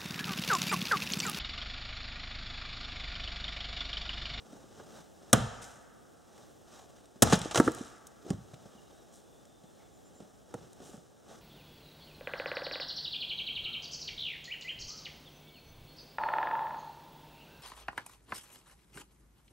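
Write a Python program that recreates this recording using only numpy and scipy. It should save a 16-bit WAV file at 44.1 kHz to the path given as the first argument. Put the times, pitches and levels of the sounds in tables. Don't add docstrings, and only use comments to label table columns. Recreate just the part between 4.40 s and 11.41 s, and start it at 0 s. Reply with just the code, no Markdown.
import sys
import numpy as np
from scipy import signal
from scipy.fft import rfft, irfft
from scipy.io import wavfile
from scipy.ndimage import uniform_filter1d

SR = 44100
rng = np.random.default_rng(int(sys.argv[2]) if len(sys.argv) > 2 else 0)


def master(y):
    cut = np.clip(np.atleast_2d(y).T, -1, 1)
    pcm = np.round(cut * 32767)
    wavfile.write(sys.argv[1], SR, pcm.astype(np.int16))


N = 309141
TIME = np.arange(N) / SR
HIT = TIME[:8192]

# f/Hz, level/dB
AIR_SPECTRUM = [(20, -20), (55, 2), (150, 0), (500, 0), (780, -3.5), (1100, -9.5), (2000, -14), (3500, -16),
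                (6500, -17), (10000, -18.5), (15000, -20)]
CLOTH_SPECTRUM = [(40, -10), (180, 2), (700, 0.5), (1400, -6), (2500, -12), (6000, -12), (10000, -21),
                  (15000, -25.5)]
TWIG_SPECTRUM = [(100, -20.5), (500, 0), (1500, 1.5), (3000, 1.5), (7000, 2.5), (10000, -3), (15000, -16)]
CRACK_SPECTRUM = [(60, 0), (300, -3.5), (480, 3), (800, -0.5), (1500, 0), (2500, -2.5), (4000, -3.5),
                  (7000, 0), (11000, -0.5), (15000, -8)]
LOG_SPECTRUM = [(100, -6.5), (250, 3.5), (500, -4.5), (900, -1.5), (1500, -4), (2200, -12), (3100, -12.5),
                (5000, -24.5), (15000, -37.5)]
CLACK_SPECTRUM = [(100, -20.5), (800, -10), (1350, 0), (1800, 0), (2400, -18), (3500, -29), (16000, -46)]
# f/Hz, side level/dB
WIDTH = [(60, 1.5), (300, 3), (600, -1.5), (1200, -1), (2300, -3.5), (4500, -27.5), (8000, -9.5),
         (13000, -4.5)]
# t at the fastest/s, level/dB, rise/s, flap against hiss/dB
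MOVEMENTS = [(0.103, -59.5, 0.3, 1), (0.41, -55, 0.081, 1), (0.561, -51, 0.063, -1), (.93, -57.5, 0.097, 0),
             (2.0, -57.5, 0.093, -2.5), (2.368, -51.5, 0.063, -8.5), (2.55, -60, 0.084, -4.5),
             (3.902, -50.5, 0.036, 6.5), (4.25, -61.5, 0.46, -1), (5.41, -64, 0.04, -7),
             (5.82, -64.5, 0.068, 5.5), (6.213, -58, .09, 4), (6.502, -56, 0.092, 3),
             (6.938, -53.5, 0.05, 0)]
# t/s, level/dB, time to peak/s, tilt/(dB/octave)
CRACKLE_SWELLS = [(1.212, -50, 0.02, 2), (1.241, -59.5, 0.052, 2.5), (2.85, -35.5, 0.039, -5.5),
                  (2.891, -37.5, 0.026, -0.5), (3.01, -44.5, 0.028, -3), (3.155, -40, .02, 4.5),
                  (3.23, -45, 0.025, 1), (3.32, -53, 0.069, 0), (4.722, -59.5, 0.025, 6),
                  (6.42, -58, 0.047, 4)]
# t/s, thump/dB, thump f/Hz, hardness/Hz
BUMPS = [(0.13, -40.5, 270, 480), (0.24, -49, 330, 600), (0.3983, -49, 241, 1480), (2.759, -43, 240, 550),
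         (3.378, -44.5, 300, 1390), (3.851, -43, 350, 400), (3.864, -37, 350, 380),
         (3.933, -33.5, 101, 330), (4.135, -40.5, 139, 650), (4.257, -45.5, 200, 800),
         (4.351, -47.5, 220, 500), (5.238, -49, 190, 550), (5.803, -43, 200, 750),
         (5.822, -44.5, 189.4, 600), (6.402, -44.5, 300, 810), (6.42, -45.5, 230, 750),
         (6.493, -43, 310, 400), (6.541, -42, 199, 500), (6.577, -44.5, 170, 420)]
# f/Hz, level/dB, t60/s
BILLET_MODES = [(314, -5, 0.19), (391, -4, 0.079), (472, -1.5, 0.087), (660, -12, 0.08),
                (730, -15.5, 0.013), (944, -8.5, 0.12), (1196, -9.5, 0.057), (1360, -5, 0.092),
                (1436, -14, 0.017), (1762, -5, 0.012)]
LOG_MODES = [(224, 4, 0.062), (315, -5.5, 0.046), (398, -4.5, 0.017), (496, 3.5, 0.03), (690, -3, 0.052),
             (938, -3, 0.065), (1210, -4.5, 0.024), (1420, -6.5, 0.027)]
# t/s, crack/dB, crack length/s, wood/dB, mode pitch factor, wood tilt/(dB/octave),
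# hardness/Hz, thud/dB, thud f/Hz, thud delay/s
CHOPS = [(0.9296, -9.5, 0.0055, -17.5, 1.0, 1.5, 2978, -15, 121.4, 0.01106),
         (2.8215, -11.5, 0.011, -18.5, 1.02, -0.5, 1100, -18.5, 103.7, .0055)]
# t/s, level/dB, tilt/(dB/octave)
SNAPS = [(1.228, -41.5, -1), (1.979, -51, -3), (2.656, -54, 2), (2.955, -31, 1), (2.99, -35, 4),
         (3.016, -31, -2.5), (3.187, -35, 14), (3.2, -27, 2), (3.318, -40, 7), (3.348, -38.5, 7),
         (3.385, -43, -3), (3.669, -40, 9.5), (3.9037, -33.5, -1), (4.142, -48, -4), (5.053, -54, -0.5),
         (5.236, -59, 2), (6.1411, -46, 8), (6.331, -52, 4.5)]
# t/s, length/s, f/Hz, level/dB, starting offset and waver as shares of the pitch
CHIRPS = [(2.40, .06, 7100, -66, -0.064, .008), (4.366, 0.037, 2750, -61, .25, .019),
          (5.393, 0.034, 2170, -58.5, 0.102, 0.064)]
# t/s, crack/dB, crack decay/s, ring/dB, mode pitch factor
TEARS = [(2.9245, -22.5, 0.0098, -17, 0.91), (2.93, -19.5, 0.013, -29, 1.28),
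         (3.1108, -32.5, 0.013, -59, 0.84), (3.1461, -24, 0.0053, -31, 2.5),
         (3.157, -20.5, 0.0095, -23.5, 1.02), (3.175, -19.5, 0.0067, -22.5, 1.17)]
# t/s, thump/dB, thump f/Hz, ring/dB, mode pitch factor,
# hardness/Hz, ring time factor, clack/dB
LANDINGS = [(2.932, -11.5, 183, -27, 0.55, 1200, 0.4, -33), (3.057, -27.5, 380, -36, 1.01, 600, 0.76, -54),
            (3.183, -22.5, 139, -25, 1.3, 900, 0.45, -30), (3.1993, -7, 261, -16, 0.98, 1150, 0.64, -14),
            (3.268, -26.5, 192, -30, 0.8, 700, .8, -39), (3.2773, -17, 317, -20.5, 1.0, 900, 0.71, -17),
            (3.409, -28, 254, -45, 0.97, 700, 1, -55), (3.9051, -18.5, 185.3, -30.5, 0.82, 600, .7, -42),
            (6.1409, -39.5, 113, -31, 1.51, 900, 0.34, -47), (6.147, -37.5, 230, -37, 1.45, 675, 0.26, -59)]
# f/Hz, near level/dB, near t60/s, far level/dB, far t60/s, side level/dB
TRUNK_SCATTER = [(50, -0.5, 0.96, -27, 1.1, -14.5), (125, -5.5, 0.44, -22.5, 1, -10.5),
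                 (284, -8.5, 0.26, -27.5, 1.5, -11), (600, -6.5, 0.3, -11.5, 1.3, -5),
                 (1490, -11, 0.61, -14.5, 2, -5), (3520, -16, .4, -12, 0.82, -10.5),
                 (6700, -17.5, 0.48, -19, 1.2, -14.5), (12000, -25.5, .3, -33.5, .7, -7.5)]
# f/Hz, level/dB
MIC_RESPONSE = [(850, 1), (1000, -7), (1150, 0.5), (1700, -1.5), (2200, -8.5), (3100, -1), (3900, -0.5),
                (4500, -7), (5300, 0), (8700, 0.5), (11000, -6), (15500, -6)]


def amp(db):
    return 10 ** (np.asarray(db) / 20)


def unit_rms(x):
    return x / np.sqrt(np.mean(x ** 2) + 1e-20)


def read(points, hz):
    f, value = np.transpose(points)
    return np.interp(np.log(hz + 1), np.log(f + 1), value)


def add(mix, s, sound):
    part = mix[:, round(s * SR):][:, :sound.shape[-1]]
    part += sound[..., :part.shape[1]]


def colour(x, points, tilt=0):
    hz = np.fft.rfftfreq(x.shape[-1], 1 / SR)
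    return irfft(rfft(x) * amp(read(points, hz) + tilt * np.log2(1 + hz / 500)), x.shape[-1])


def spread(pair, width, side_db=0):
    side = amp(side_db) * colour(pair[1], width)
    return np.array([pair[0] + side, pair[0] - side])


def grains(points, size, grain_db, side_db, tilt=0):
    clicks = rng.standard_normal((2, size)) * amp(grain_db * np.clip(rng.standard_normal(size), -3, 3))
    return unit_rms(colour(spread(clicks, WIDTH, side_db), points, tilt))


def flutter(depth_db, size):
    drift = unit_rms(uniform_filter1d(rng.standard_normal(N), size))
    return amp(depth_db * np.clip(drift, -2.5, 2.5))


def air():
    return amp(-59) * grains(AIR_SPECTRUM, N, grain_db=2, side_db=1.3) * flutter(depth_db=-1, size=9000)


def jacket(flap_hz=600, rest_db=-67.5):
    cloth = unit_rms(grains(CLOTH_SPECTRUM, N, grain_db=1, side_db=-9) * flutter(depth_db=2, size=500))
    flap = signal.sosfiltfilt(signal.butter(2, flap_hz, fs=SR, output="sos"), cloth)
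    hiss_power = flap_power = amp(rest_db) ** 2
    for s, db, rise, flap_db in MOVEMENTS:
        span = np.where(TIME < s, rise, 0.78 * rise)
        swell = np.exp(-((TIME - s) / span) ** 2)
        hiss_power = hiss_power + amp(db) ** 2 * swell
        flap_power = flap_power + amp(db + flap_db) ** 2 * swell
    return np.sqrt(hiss_power) * (cloth - flap) + np.sqrt(flap_power) * flap


def litter_and_rip(rest_db=-76.5):
    out = amp(rest_db) * grains(TWIG_SPECTRUM, N, grain_db=1, side_db=-6.5)
    for s, db, rise, tilt in CRACKLE_SWELLS:
        age = TIME[:SR] / rise
        crackling = grains(TWIG_SPECTRUM, SR, grain_db=3, side_db=-6, tilt=tilt)
        add(out, s, amp(db) * age * np.exp(1 - age) * crackling)
    return out * unit_rms(flutter(depth_db=3, size=80))


def thump(hz, cycles):
    turns = hz * HIT
    return np.sin(2 * np.pi * turns) * 2 * turns / cycles * np.exp(-turns / cycles)


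def ring(modes, pitch, hard_hz, sustain=1):
    out = np.zeros(len(HIT))
    for k, (hz, db, t60) in enumerate(modes):
        envelope = amp(db - 60 * HIT / (t60 * sustain)) / np.hypot(1, (hz * pitch / hard_hz) ** 2)
        out += (-1) ** k * envelope * np.sin(2 * np.pi * hz * pitch * HIT)
    return out


def knock(thump_db, hz, ring_db, pitch, hard_hz, sustain):
    spectrum = [(30, -30), (130, -8), (hard_hz / 2, 0), (hard_hz, -3), (hard_hz * 2, -24), (16000, -45)]
    scuff = amp(-5.5) * np.exp(-HIT / 0.0074) * grains(spectrum, len(HIT), grain_db=1.5, side_db=-10)
    wood = ring(BILLET_MODES, pitch, hard_hz, sustain) + scuff
    return (amp(thump_db) * thump(hz, cycles=0.65) + amp(ring_db) * wood) * amp([[-0.6], [0.6]])


def firmness(hard_hz):
    return 9.5 * np.log2(hard_hz / 710)


def bumps():
    out = np.zeros((2, N))
    for s, db, hz, hard_hz in BUMPS:
        ring_db = db - 4 + firmness(hard_hz)
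        add(out, s, knock(db, hz, ring_db, pitch=1.2, hard_hz=hard_hz, sustain=0.35))
    return out


def crackle(db, decay_s, tilt):
    fractures = grains(TWIG_SPECTRUM, len(HIT), grain_db=1.5, side_db=-8.5, tilt=tilt)
    return amp(db) * np.exp(-HIT / decay_s) * fractures


def snaps():
    out = np.zeros((2, N))
    for s, db, _, hard_hz in BUMPS:
        add(out, s, crackle(db - 14 + min(firmness(hard_hz), 0), decay_s=0.012, tilt=-3))
    for s, db, tilt in SNAPS:
        add(out, s, crackle(db, decay_s=0.0033, tilt=tilt))
    for s, db, decay_s, *_ in TEARS:
        add(out, s, crackle(db, decay_s, tilt=-4))
    return out


def chops():
    out = np.zeros((2, N))
    for s, crack_db, length, wood_db, pitch, tilt, hard_hz, thud_db, thud_hz, delay in CHOPS:
        decay = np.exp(-(HIT / length) ** 2) + amp(-16) * np.exp(-HIT / 0.008)
        burst = (1 - np.exp(-HIT / 0.00026)) * decay
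        fibres = grains(CRACK_SPECTRUM, len(HIT), grain_db=3.5, side_db=-3.5)
        add(out, s, amp(crack_db) * burst * fibres)
        dense_modes = grains(LOG_SPECTRUM, len(HIT), grain_db=2, side_db=-3, tilt=tilt)
        log = ring(LOG_MODES, pitch, hard_hz) + amp(4) * np.exp(-HIT / 0.01) * dense_modes
        add(out, s + 0.003, amp(wood_db) * log * (1 - np.exp(-HIT / 0.0013)))
        add(out, s + delay, amp(thud_db) * thump(thud_hz, cycles=0.47) * amp([[-1.5], [1.5]]))
    return out


def whistle(length, hz, db, slide, warble):
    t = TIME[:round(length * SR)]
    waver, tremble = unit_rms(uniform_filter1d(rng.standard_normal((2, len(HIT))), 150))[:, :len(t)]
    pitch_hz = hz * (1 + slide * np.exp(-t / 0.0097) + warble * waver)
    envelope = amp(db + 2.1 * tremble) * np.sin(np.pi * t / length)
    return envelope * np.sin(2 * np.pi * np.cumsum(pitch_hz) / SR)


def chirps():
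    out = np.zeros((2, N))
    for s, *note in CHIRPS:
        add(out, s, whistle(*note))
    return out


def splinters(count=16, start_s=2.86, span_s=0.65):
    out = np.zeros((2, N))
    for when, smallness in rng.random((count, 2)):
        tick = crackle(-36 - 14 * when - 8 * smallness, decay_s=0.001, tilt=5)
        add(out, start_s + span_s * when ** 1.3, tick)
    return out


def tear_jolts():
    out = np.zeros((2, N))
    for s, _, _, db, pitch in TEARS:
        jolt = knock(thump_db=-16, hz=350, ring_db=0.5, pitch=pitch, hard_hz=2700, sustain=0.43)
        add(out, s + 0.00101, amp(db) * jolt)
    return out


def landings():
    out = np.zeros((2, N))
    envelope = (1 - np.exp(-HIT / 0.00086)) * np.exp(-HIT / 0.0035)
    for s, *contact, clack_db in LANDINGS:
        clack = amp(clack_db) * envelope * grains(CLACK_SPECTRUM, len(HIT), grain_db=2, side_db=-15)
        add(out, s, knock(*contact) + clack)
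    return out


def warbler(count=13, start_s=4.3, span_s=1.2):
    out = np.zeros((2, N))
    for k, (hop, lag, slide) in enumerate(rng.uniform(-1, 1, (count, 3))):
        octaves = 0.2 * (hop + np.sin(np.pi * (k / count) ** 2))
        note = whistle(length=0.11, hz=3480 * 2 ** octaves, db=-72, slide=0.052 * slide, warble=0.018)
        add(out, start_s + (k + 0.3 * lag) * span_s / count, note)
    return out


def thin_call(count=3, start_s=5.525, step_s=0.108):
    out = np.zeros((2, N))
    for k in range(count):
        note = whistle(length=0.064, hz=7200 + 65 * k, db=-66 + 2 * k, slide=-0.0603, warble=0.012)
        add(out, start_s + k * step_s, note)
    return out


def forest(x):
    table = np.array(TRUNK_SCATTER)
    noise = spread(rng.standard_normal((2, 2 * SR)), table[:, [0, -1]])
    hz, t, spectra = signal.stft(noise, SR, nperseg=512)
    near_db, near_t60, far_db, far_t60 = (read(table[:, [0, k]], hz)[:, None] for k in range(1, 5))
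    power = sum(amp(db - 60 * t / t60) ** 2 * np.log(10 ** 6) / (t60 * SR)
                for db, t60 in [(near_db, near_t60), (far_db, far_t60)])
    tail = signal.istft(spectra * np.sqrt(power), SR, nperseg=512)[1]
    tail *= 1 - np.exp(-(TIME[:tail.shape[1]] / 0.014) ** 2)
    return signal.fftconvolve(x.mean(0)[None], tail, axes=1)[:, :N]


def echoes(soft, directions=4):
    return sum(forest(chops() + amp(-3) * snaps() + soft) for _ in range(directions)) / np.sqrt(directions)


def boom(x, delay_s, hz, db):
    out = np.zeros((2, N))
    low_band = signal.butter(2, [hz * 0.84, hz * 1.33], "band", fs=SR, output="sos")
    add(out, delay_s, amp(db) * signal.sosfilt(low_band, x))
    return out


def scene():
    rustle_and_rip = jacket() + litter_and_rip()
    wood = bumps() + tear_jolts() + landings()
    blows = chops()
    birds = chirps() + warbler() + thin_call()
    direct = rustle_and_rip + wood + snaps() + blows + amp(-2) * birds + splinters()
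    scattered = echoes(amp(-1.5) * rustle_and_rip + amp(-6) * wood + amp(6) * birds)
    low_echo = boom(blows + amp(-5.5) * wood, delay_s=0.072, hz=130, db=-10.5)
    return air() + direct + scattered + low_echo


def record(dry):
    taps, bass_hz, ceiling, edge_hz = 2048, 45, 0.8, 15900
    log_gain = np.log(amp(read(MIC_RESPONSE, abs(np.fft.fftfreq(2 * taps, 1 / SR)))))
    mic = np.fft.ifft(np.exp(np.conj(signal.hilbert(log_gain)))).real[:taps]
    heard = signal.oaconvolve(dry, mic[None], axes=1)[:, :N]
    heard = signal.sosfilt(signal.butter(2, bass_hz, "high", fs=SR, output="sos"), heard)
    heard = ceiling * np.tanh(heard / ceiling)
    band_limit = signal.firwin(401, edge_hz, window=("kaiser", 9), fs=SR)
    return signal.oaconvolve(heard, band_limit[None], "same")


dry = scene()
out = record(dry)
master(out)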